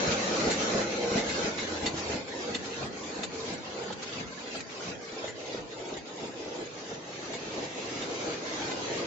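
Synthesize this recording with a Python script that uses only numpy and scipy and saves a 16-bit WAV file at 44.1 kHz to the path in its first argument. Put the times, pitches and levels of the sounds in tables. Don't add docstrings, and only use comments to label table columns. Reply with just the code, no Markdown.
import sys
import numpy as np
from scipy import signal
from scipy.fft import rfft, irfft, next_fast_len
from scipy.io import wavfile
from scipy.ndimage import uniform_filter1d

SR = 44100
rng = np.random.default_rng(int(sys.argv[2]) if len(sys.argv) > 2 else 0)


def to_wav(s):
    ch = np.atleast_2d(s).T
    pcm = np.round(np.clip(ch, -1, 1) * 32767)
    wavfile.write(sys.argv[1], SR, pcm.astype(np.int16))


N = 399546
TIME = np.arange(N) / SR
FFT_SIZE = 1024
BIN_HZ = np.maximum(np.arange(FFT_SIZE // 2 + 1) * SR / FFT_SIZE, 20)
MIC_SPACING_M, HALL_T60_S = .15, 0.88
LEAVE_PANEL_S, LEAVE_HEAD_S = (1.43, 1.8), (4.3, 5.5)
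CYCLE_S, FIRST_CYCLE_S, STOPS_S = .684, .495, (0.302, 0.68)
DRIVE_EFFORT, FEED_EFFORT = (0.94, 0.59), (1, 0.8)
LEAD_S = .07

# time_s, rumble_db, drone_db, feed_db
WALK_LEVELS = [(0.0, -37.5, -32.5, -32), (0.6, -39, -33, -33.5), (1.25, -41.5, -30.5, -34),
               (1.7, -45, -41, -38.5), (2.4, -47, -38.5, -41.5), (3.5, -47.5, -41, -43.5),
               (4.4, -49, -44.5, -44.5), (5.3, -53.5, -41.5, -45), (6.0, -53, -45.5, -47.5),
               (6.55, -51, -44, -45.5), (7.05, -52, -44.5, -44.5), (7.6, -47.5, -40.5, -41.5),
               (8.6, -47, -40.5, -37.5), (9.06, -46.5, -40, -39)]
# time_s, presence_factor
STROKE_PRESENCE = [(0, 0.67), (0.7, 0.53), (1.4, 1.1), (2.2, 1.22), (3.4, 1.06), (4.5, 1.53), (6.0, 1.25),
                   (6.9, 0.74), (7.5, 0.32), (9.06, 0.65)]
# centre_s, feed_db, frame_db, width_s
STROKE_LULLS = [(.26, -0.5, -1, 0.019), (.885, -1, 0, 0.02), (1.03, -3.5, -0.5, 0.093),
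                (1.24, -1.5, 0.5, .02), (1.805, -2.5, -4, 0.017), (2.255, -5, -4.5, .02),
                (2.915, -2.5, 2.5, 0.029), (3.29, -1, -1, 0.019), (3.6, -0.5, -2, .029),
                (4.3, 2, 1.5, 0.028), (4.66, -1, -2.5, 0.037), (4.965, -1.5, 2, .025),
                (5.33, -1, -4, 0.028), (5.68, -1.5, -2, 0.022), (6.03, -1, -0.5, 0.059),
                (6.69, -1, -2.5, 0.037), (7.03, -3.5, -0.5, 0.046), (7.72, -2.5, -3.5, 0.024),
                (8.41, -4, -2, 0.03)]
# frequency_hz, density_db
LOW_DIN_BESIDE = [(15, -54), (25, -31), (86, -13.5), (167, -10), (199, 10), (244, -13.5), (325, 1.5),
                  (381, -10.5), (468, -1.5), (584, -3.5), (652, -15), (814, -9.5), (954, -12), (1100, -10),
                  (1430, -51), (2420, -120)]
LOW_DIN_FLOOR = [(15, -51), (25, -26), (54, -26), (86, -14), (140, -4.5), (167, -5), (260, 0.5),
                 (296, -1.5), (330, -0.5), (387, -3), (460, 1), (593, -8.5), (752, -8), (814, -10),
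                 (1100, -7), (1430, -46), (2420, -120)]
LOW_DIN_DOWN_LINE = [(15, -54), (25, -35), (75, -18.5), (113, -6), (172, -6.5), (205, -8.5), (250, -4.5),
                     (293, -0.5), (330, -3.5), (400, -1.5), (477, 0), (551, -3.5), (618, -7.5), (813, -8.5),
                     (957, -9), (1200, -13), (1560, -45)]
HIGH_DIN_BESIDE = [(500, -25), (850, 0), (1000, -0.5), (1200, -2), (1290, 0.5), (1850, -3), (2100, -0.5),
                   (2300, -4.5), (2640, -3.5), (2890, -8), (3400, -11.5), (4070, -5.5), (4660, -11),
                   (6170, -8.5), (7400, -12), (9620, -59), (16300, -120)]
HIGH_DIN_FLOOR = [(500, -27), (850, 12), (956, 3), (1140, -4.5), (1460, -5), (1840, -6), (1990, -3.5),
                  (2940, -11), (3190, -14), (4260, -10), (5590, -15.5), (6120, -12.5), (7400, -14),
                  (9620, -55.5), (16300, -120)]
HIGH_DIN_DOWN_LINE = [(470, -34), (800, 7), (1090, -8), (1840, -8), (2000, -7.5), (2670, -10),
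                      (3190, -11.5), (4330, -10), (4630, -13.5), (4990, -11), (5630, -15), (6180, -12),
                      (7450, -16.5), (9680, -50), (16400, -120)]
# pitch_hz, level_db, t60_s
PANEL_MODES = [(63.4, -25.5, 0.1), (114.5, -12, 0.58), (179, -12, 0.24), (202.3, -2.5, 0.13),
               (246, 0, 0.16), (338, 0, 0.066), (413, 3.5, 0.029), (459.6, 5.5, 0.04), (558, 2, 0.034),
               (672, 1, 0.031), (820, -1.5, 0.085)]
# pitch_hz, level_db, wander_hz, nearest_s, width_s
MOTOR_TONES = [(84.5, -55.5, 3, 1.9, 1.6), (469.3, -56, 16, 5.0, 5.4), (456, -42, 5, 3.42, .09),
               (465, -45, 5, 2.77, .1), (805, -58, 4.6, 1.1, 3.7), (1468, -51.5, 6.3, 0.52, 1.1),
               (1464, -60, 6, 4.2, 1.2), (476, -40, 14, 2.5, .05), (462, -44, 16, 3.8, .06),
               (329, -46.5, 11, 1.55, .7), (476, -37, 9, 1.05, .2), (6130, -58, 90, 7.9, 1.3)]
# peak_s, level_db, rise_s, decay_s, pitch_hz, load_db
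WELD_BLOWS = [(0.08, -27, 0.0066, 0.044, 139, 0), (0.468, -19.5, 0.012, 0.015, 217, 2),
              (0.747, -23.5, 0.0026, 0.021, 214, -0.5), (1.157, -21.5, 0.0031, 0.026, 220, -0.5),
              (1.379, -26, 0.0028, 0.0093, 440, -4), (1.445, -25.5, 0.0079, 0.023, 344, -3),
              (1.862, -27.5, 0.03, 0.016, 225, 5), (2.143, -30, 0.022, 0.023, 200, 0.5),
              (2.496, -33, 0.019, 0.013, 453, 0), (2.841, -37, 0.013, .014, 181, -4),
              (3.192, -32, 0.0071, 0.0089, 300, -0.5), (3.504, -33.5, 0.026, 0.025, 246, -2),
              (3.903, -31.5, 0.003, 0.0048, 850, 1.5), (4.207, -36, 0.017, 0.011, 210, -3),
              (4.555, -32, 0.01, 0.012, 423, 0.5), (4.887, -37, 0.029, 0.023, 176, -4),
              (5.242, -29.5, .006, 0.0056, 536, 1.5), (5.555, -37, 0.0041, 0.022, 308, -0.5),
              (5.924, -30, 0.0058, 0.0041, 397, 4), (6.234, -34, 0.016, 0.019, 330, -1),
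              (6.603, -50, .01, 0.0061, 480, 6), (6.915, -34, 0.0027, 0.0073, 404, 0),
              (7.305, -34, 0.013, 0.03, 397, 1.5), (7.578, -31.5, 0.0037, 0.015, 387, 1),
              (8.013, -33.5, 0.0063, 0.019, 368, 1.5), (8.28, -31, 0.0067, .01, 320, 3),
              (8.616, -39, 0.0064, .012, 367, 3.5)]
# peak_s, level_db, width_s
AIR_PUFFS = [(0.125, -27.5, 0.014), (0.615, -30.5, 0.023), (1.985, -33, 0.018), (2.15, -47, 0.018),
             (2.66, -35.5, 0.014), (3.355, -41, 0.014), (3.49, -37, 0.035), (3.932, -44, 0.011),
             (4.035, -34, 0.01), (4.145, -40, 0.022), (4.606, -44, 0.0073), (4.545, -40, 0.018),
             (4.715, -41, 0.012), (4.87, -40, 0.033), (5.405, -44, .016), (5.72, -46, 0.013),
             (5.812, -53, .01), (6.085, -44, 0.011), (6.4, -43.5, 0.031), (7.645, -40, .013)]
# peak_s, level_db, pitch_hz
CARRIER_KNOCKS = [(0.318, -30.5, 584), (0.478, -30, 800), (0.700, -29, 587), (0.347, -31.5, 457),
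                  (0.438, -28, 468), (1.118, -28, 458), (1.620, -36.5, 242), (1.833, -29.5, 300),
                  (1.942, -31, 322), (2.098, -33, 430), (2.555, -35, 272), (2.823, -34.5, 470),
                  (4.820, -38, 430), (5.125, -40.5, 240), (5.164, -41, 450), (5.546, -33, 489),
                  (5.797, -38, 484), (6.462, -38.5, 500), (6.606, -38, 446), (7.470, -41, 333),
                  (7.965, -41, 215), (8.116, -35.5, 473), (8.245, -41, 200), (8.769, -35, 533)]
# start_s, length_s, scrape_db, then three pairs of pitch_hz, level_db
SPRING_LANDINGS = [(0.496, 0.042, -32.5, 2100, -39, 4170, -40, 7200, -36),
                   (1.168, 0.032, -32, 2020, -37, 2500, -49, 3563, -41),
                   (1.285, 0.028, -35.5, 2180, -38, 2480, -48, 4080, -40),
                   (1.573, 0.045, -38, 2174, -37, 3530, -43, 3980, -41),
                   (1.856, 0.022, -29.5, 2029, -39, 3610, -33, 4480, -35.5),
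                   (2.543, 0.017, -32.5, 3610, -31.5, 2020, -41.5, 4370, -42),
                   (3.23, .014, -33, 2570, -42, 3630, -37.5, 4040, -41),
                   (3.922, 0.011, -41.5, 1450, -47, 3220, -48, 3730, -49),
                   (4.602, 0.008, -40.5, 1884, -46, 2440, -44, 6438, -61),
                   (5.274, 0.023, -44, 2030, -45, 2900, -53, 7150, -46),
                   (5.938, 0.0067, -62, 3730, -54, 3800, -46, 4000, -52),
                   (5.966, 0.011, -44.5, 820, -43, 2160, -50, 7200, -50.5),
                   (6.653, 0.0084, -56, 3900, -56, 6650, -50, 6850, -52),
                   (7.33, 0.026, -39.5, 980, -42, 2210, -43, 3601, -49),
                   (8.013, 0.027, -43, 2030, -48, 3680, -45, 6200, -51),
                   (8.707, 0.023, -40, 2050, -47, 2550, -45, 4130, -50)]
# pitch_hz, level_db, t60_s
CHUTE_MODES = [(2030, -5, .04), (2540, -6, .04), (2950, -6, .04), (3620, -3, .04), (3780, -4, .04),
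               (4110, -2, .04), (4320, -5, .035), (4540, -5, .035), (6680, -6, .04), (7100, -3, .04),
               (7330, -3, .04)]
# time_s, level_db
FLUTTER_LEVELS = [(0, -77.5), (1.3, -68.5), (1.58, -61), (2.4, -50), (2.9, -50.5), (5.1, -50.5), (5.7, -53),
                  (6.3, -54), (7.1, -67), (7.8, -79), (9.06, -50)]
# peak_s, level_db, pitch_hz, left_minus_right_db
HIGH_CHIRPS = [(2.866, -59, 8040, 25), (3.542, -57, 7900, -5), (4.574, -54, 7900, -24),
               (6.274, -63, 8000, 7), (6.622, -67, 7860, 6)]
# start_s, level_db
FOOTFALLS = [(4.2, -51), (5.57, -54), (5.944, -55)]


def from_db(db):
    return 10 ** (np.asarray(db) / 20)


def unit_rms(x):
    return x / np.sqrt(np.mean(x ** 2) + 1e-20)


def unit_peak(x):
    return x / np.sqrt(uniform_filter1d(np.mean(x ** 2, 0), size=441).max())


def gains(rows):
    time_s, *columns = np.transpose(rows)
    return [from_db(np.interp(TIME, time_s, db)) for db in columns]


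def spectrum(points):
    hz, db = np.transpose(points)
    return from_db(np.interp(np.log(BIN_HZ), np.log(hz), db))


def band(x, low_hz, high_hz, order=2):
    return signal.sosfilt(signal.butter(order, [low_hz, high_hz], "band", fs=SR, output="sos"), x)


def low_pass(x, edge_hz):
    return signal.sosfilt(signal.ellip(14, .1, 80, edge_hz, fs=SR, output="sos"), x)


def add(out, start_s, sound):
    start = max(round(start_s * SR), 0)
    out[:, start:start + sound.shape[1]] += sound[:, :N - start]


def bell(age_s, width_s):
    return np.exp(-(age_s / width_s) ** 2 / 2)


def burst(decay_s, rise_s):
    age = TIME[:SR // 4]
    return (1 - np.exp(-age / rise_s)) * np.exp(-age / decay_s)


def swell(rise_s, decay_s):
    age = TIME[:SR // 3] - LEAD_S
    return bell(np.minimum(age, 0), rise_s) * np.exp(-np.maximum(age, 0) / decay_s)


def wobble(points):
    return unit_rms(np.interp(TIME, np.linspace(0, TIME[-1], points), rng.standard_normal(points)))


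def diffuse(size=N):
    padded = next_fast_len(size)
    hz = np.arange(padded // 2 + 1) * SR / padded
    alike = .975 * np.sinc(2 * hz * MIC_SPACING_M / 343)
    mid, side = rfft(rng.standard_normal((2, padded)))
    pair = np.sqrt(1 + alike) * mid + np.sqrt(1 - alike) * side * [[1], [-1]]
    return irfft(pair, padded)[:, :size] / np.sqrt(2)


def ring(force, modes):
    out = 0
    for k, (hz, db, t60_s) in enumerate(modes):
        radius, angle = from_db(-60 / (t60_s * SR)), 2 * np.pi * hz / SR
        drive = [0, np.sin(angle) * np.sqrt(1 - radius ** 2)]
        feedback = [1, -2 * radius * np.cos(angle), radius ** 2]
        out = out + (-1) ** k * from_db(db) * signal.lfilter(drive, feedback, force + 1e-18)
    return out


def contacts(per_s, spread_db):
    out, at = np.zeros((2, N)), np.flatnonzero(rng.random(N) < per_s / SR)
    strength = from_db(spread_db * np.minimum(rng.exponential(1, len(at)), 3))
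    strength *= rng.choice([-1, 1], len(at))
    lag = (rng.uniform(-1, 1, len(at)) * MIC_SPACING_M / 343 * SR).astype(int)
    out[0, at], out[1, np.clip(at + lag, 0, N - 1)] = strength, strength
    return out


def tapped(force, at_s, rub_db):
    tap = np.zeros(force.shape)
    tap[:, int(at_s * SR)] = 1
    return tap + from_db(rub_db) * force / np.sqrt(np.sum(force ** 2) / 2)


def presence():
    return np.interp(TIME, *np.transpose(STROKE_PRESENCE))


def since(moment_s):
    return (TIME - FIRST_CYCLE_S - moment_s + CYCLE_S / 2) % CYCLE_S - CYCLE_S / 2


def after_stop(lag_s, width_s):
    return sum(bell(since(stop_s) - lag_s, width_s) for stop_s in STOPS_S)


def surge(efforts, swing_db, lead_s, rise_s, fall_s):
    effort = 0
    for stop_s, strength in zip(STOPS_S, efforts):
        age = since(stop_s)
        stroke = np.clip((age + lead_s) / rise_s, 0, 1) * np.clip(1 - age / fall_s, 0, 1)
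        effort = np.maximum(effort, strength * stroke)
    return from_db(swing_db * presence() * (effort - effort.mean()))


def lulls():
    return sum(np.outer([feed_db, frame_db], bell(TIME - centre_s, width_s))
               for centre_s, feed_db, frame_db, width_s in STROKE_LULLS)


def din(colours, edges_hz, patchy_db, patch_hz, patch_s):
    _, time_s, cells = signal.stft(diffuse(), SR, nperseg=FFT_SIZE)
    place = np.interp(time_s, [*LEAVE_PANEL_S, *LEAVE_HEAD_S], [0, 1, 1, 2])
    colour = sum(np.outer(unit_rms(spectrum(points)), np.maximum(1 - abs(place - k), 0))
                 for k, points in enumerate(colours))
    steps = np.arange(-12, 13)
    blur = np.outer(np.exp(-(steps * BIN_HZ[1] / patch_hz) ** 2),
                    np.exp(-(steps * time_s[1] / patch_s) ** 2))
    patches = unit_rms(signal.fftconvolve(rng.standard_normal(colour.shape), blur, "same"))
    closeness = np.sqrt(np.clip(np.interp(time_s, TIME, presence()), 0, 1))
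    cells = cells * colour * from_db(patchy_db * closeness * np.minimum(patches, 1.2))
    for low_hz, high_hz in zip(edges_hz, edges_hz[1:]):
        inside = (BIN_HZ >= low_hz) & (BIN_HZ < high_hz)
        part = signal.istft(cells * inside[:, None], SR, nperseg=FFT_SIZE)[1][:, :N]
        yield part / np.sqrt(uniform_filter1d(np.mean(part ** 2, 0), size=2600) + 1e-20)


def drive_load(run_up_s=0.092):
    peak_s, *_, load_db = np.transpose(WELD_BLOWS)
    _, lull_db = lulls()
    level_db = np.interp(TIME, peak_s - run_up_s, load_db) + 1.1 * wobble(points=250)
    level_db += lull_db - 1.4 * after_stop(lag_s=.06, width_s=0.019)
    return from_db(level_db) * surge(DRIVE_EFFORT, swing_db=5.0, lead_s=0.32, rise_s=0.24, fall_s=0.084)


def frame():
    rumble, drone, _ = gains(WALK_LEVELS)
    _, lull_db = lulls()
    braking = surge(DRIVE_EFFORT, swing_db=7.0, lead_s=0.088, rise_s=.06, fall_s=0.046)
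    low, middle = din((LOW_DIN_BESIDE, LOW_DIN_FLOOR, LOW_DIN_DOWN_LINE), edges_hz=(0, 280, 950),
                      patchy_db=3.0, patch_hz=40, patch_s=0.038)
    knocks = unit_rms(band(ring(contacts(per_s=130, spread_db=0), PANEL_MODES), 330, 900))
    panels = from_db(-0.5) * middle + from_db(-8.5) * knocks
    return from_db(lull_db + 0.54) * rumble * braking * low + drone * drive_load() * panels


def motors():
    out = 0
    for hz, db, wander_hz, nearest_s, width_s in MOTOR_TONES:
        phase = 2 * np.pi * np.cumsum(hz + wander_hz * wobble(points=300)) / SR
        mic_phase = np.array([[0], [min(hz / 700, 1.5)]])
        level = from_db(db + 1.8 * wobble(points=130) + 2.7 * wobble(points=900))
        passing = np.exp(-((TIME - nearest_s) / width_s) ** 2)
        out = out + level * passing * np.sqrt(2) * np.sin(phase + mic_phase)
    return drive_load() * out


def jingle(low_hz, high_hz, per_s, t60_s, parts):
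    pitches_hz = np.linspace(low_hz, high_hz, parts) * rng.uniform(1.0, 1.03, parts)
    return unit_rms(sum(ring(contacts(per_s, spread_db=1.0), [(hz, 0, t60_s)]) for hz in pitches_hz))


def rattles(per_s, spread_db):
    out = np.zeros((2, N))
    for when, low, high, size, length in rng.random((int(per_s * N / SR), 5)):
        envelope = burst(decay_s=0.0062 + 0.013 * length, rise_s=.008)[:SR // 16]
        force = rng.standard_normal((2, SR // 16)) * envelope
        modes = [(1200 * 3.2 ** low, 0, .03), (2400 * 3 ** high, -2.0, .025)]
        strength = from_db(spread_db * min(-np.log(1 - size), 2.5))
        add(out, when * N / SR, strength * ring(force, modes))
    return unit_rms(out)


def feed():
    _, _, nearness = gains(WALK_LEVELS)
    lull_db, _ = lulls()
    pause = presence() * after_stop(lag_s=0.06, width_s=0.029)
    running = nearness * from_db(0.53 * wobble(points=400) - 2.84 * pause + lull_db)
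    middle, high = din((HIGH_DIN_BESIDE, HIGH_DIN_FLOOR, HIGH_DIN_DOWN_LINE), edges_hz=(950, 3000, 8000),
                       patchy_db=5.5, patch_hz=85, patch_s=.034)
    ticks = unit_rms(band(contacts(per_s=220, spread_db=0.5), 1200, 5300))
    coils = jingle(3100, 6900, per_s=5, t60_s=.06, parts=14)
    links = presence() * rattles(per_s=80, spread_db=1.5)
    clatter = from_db(-2.0) * middle + from_db(-11.5) * ticks + from_db(-5.5) * links
    clatter *= surge(FEED_EFFORT, swing_db=2.5, lead_s=0.16, rise_s=0.13, fall_s=0.12)
    hiss = from_db(-3.0) * high + from_db(-14.0) * coils
    hiss *= surge(FEED_EFFORT, swing_db=3.0, lead_s=0.26, rise_s=0.22, fall_s=0.035)
    return running * (clatter + hiss)


def panel_blow(rise_s, decay_s, pitch_hz, note_db):
    force = diffuse(SR // 3) * swell(rise_s, decay_s)
    note = ring(tapped(force, LEAD_S, rub_db=-5.5), [(pitch_hz, 0, .05)])
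    return unit_peak(unit_peak(ring(force, PANEL_MODES)) + from_db(note_db) * unit_peak(note))


def welding_head():
    out = np.zeros((2, N))
    for peak_s, db, rise_s, decay_s, pitch_hz, _ in WELD_BLOWS:
        add(out, peak_s - LEAD_S, from_db(db - 4.0) * panel_blow(rise_s, decay_s, pitch_hz, note_db=0))
    return out


def hall(x):
    age = TIME[:SR]
    tail = band(diffuse(SR), 100, 6600, order=1) * from_db(-60 * age / HALL_T60_S) * (age > .012)
    return signal.fftconvolve(x, tail / np.sqrt(np.sum(tail ** 2) / 2), axes=1)[:, :N]


def valves():
    level = sum(from_db(db) * bell(TIME - peak_s, width_s) for peak_s, db, width_s in AIR_PUFFS)
    return from_db(-4.0) * level * unit_rms(band(diffuse(), 1400, 6600))


def chain_carriers():
    out = np.zeros((2, N))
    for peak_s, db, pitch_hz in CARRIER_KNOCKS:
        knock = panel_blow(rise_s=.006, decay_s=.006, pitch_hz=pitch_hz, note_db=4.5)
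        add(out, peak_s - LEAD_S, from_db(db - 1.5) * knock)
    return out


def varied(modes, detune, spread_db):
    return [(hz * (1 + detune * sharp), db + spread_db * loud, t60_s)
            for (hz, db, t60_s), (sharp, loud) in zip(modes, rng.standard_normal((len(modes), 2)))]


def springs(rise_s=.002, note_t60_s=.05):
    out = np.zeros((2, N))
    age = TIME[:SR // 4]
    for start_s, length_s, scrape_db, *notes in SPRING_LANDINGS:
        friction = diffuse(SR // 4) + 0.5 * rng.standard_normal(SR // 4)
        force = friction * (1 - np.exp(-age / rise_s)) * bell(age, length_s)
        scrape = unit_peak(band(force, 700, 5900))
        chute = unit_peak(ring(force, varied(CHUTE_MODES, detune=.003, spread_db=1.5)))
        clack = from_db(scrape_db) * unit_peak(scrape + from_db(-0.5) * chute)
        for hz, db in zip(notes[::2], notes[1::2]):
            coil = tapped(force, length_s * rng.uniform(.3, .55), rub_db=0)
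            clack += from_db(db) * unit_peak(ring(coil, [(hz, 0, note_t60_s)]))
        add(out, start_s, clack)
    return out


def bass_flutter():
    level, = gains(FLUTTER_LEVELS)
    bass = unit_rms(band(rng.standard_normal(N), 42, 300))
    return level * after_stop(lag_s=.055, width_s=0.032) * bass * [[1], [-1]]


def high_chirps():
    out = np.zeros((2, N))
    for peak_s, db, hz, pan_db in HIGH_CHIRPS:
        noise = rng.standard_normal(SR // 3) * swell(rise_s=.011, decay_s=0.0086)
        chirp = band(noise, hz - 200, hz + 200) * from_db([[pan_db / 2], [-pan_db / 2]])
        add(out, peak_s - LEAD_S, from_db(db) * unit_peak(chirp))
    return out


def footfalls():
    out = np.zeros((2, N))
    for start_s, db in FOOTFALLS:
        boom = band(rng.standard_normal(SR // 4) * burst(decay_s=.05, rise_s=.01), 45, 85)
        add(out, start_s, from_db(db) * unit_peak(np.array([boom, boom])))
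    return out


def centred_bass(x, corner_hz):
    mid, side = (x[0] + x[1]) / 2, (x[0] - x[1]) / 2
    side = signal.sosfiltfilt(signal.butter(3, corner_hz, "high", fs=SR, output="sos"), side)
    return np.array([mid + side, mid - side])


def scene():
    blows = welding_head() + chain_carriers()
    line = blows + from_db(-10.5) * hall(blows)
    line = line + springs() + valves() + frame() + motors() + feed() + footfalls()
    return low_pass(centred_bass(line, corner_hz=215), edge_hz=7520) + bass_flutter() + high_chirps()


def record(dry):
    low_cut = signal.butter(2, 22, "high", fs=SR, output="sos")
    return low_pass(signal.sosfilt(low_cut, dry), edge_hz=8500)


dry = scene()
out = record(dry)
to_wav(out)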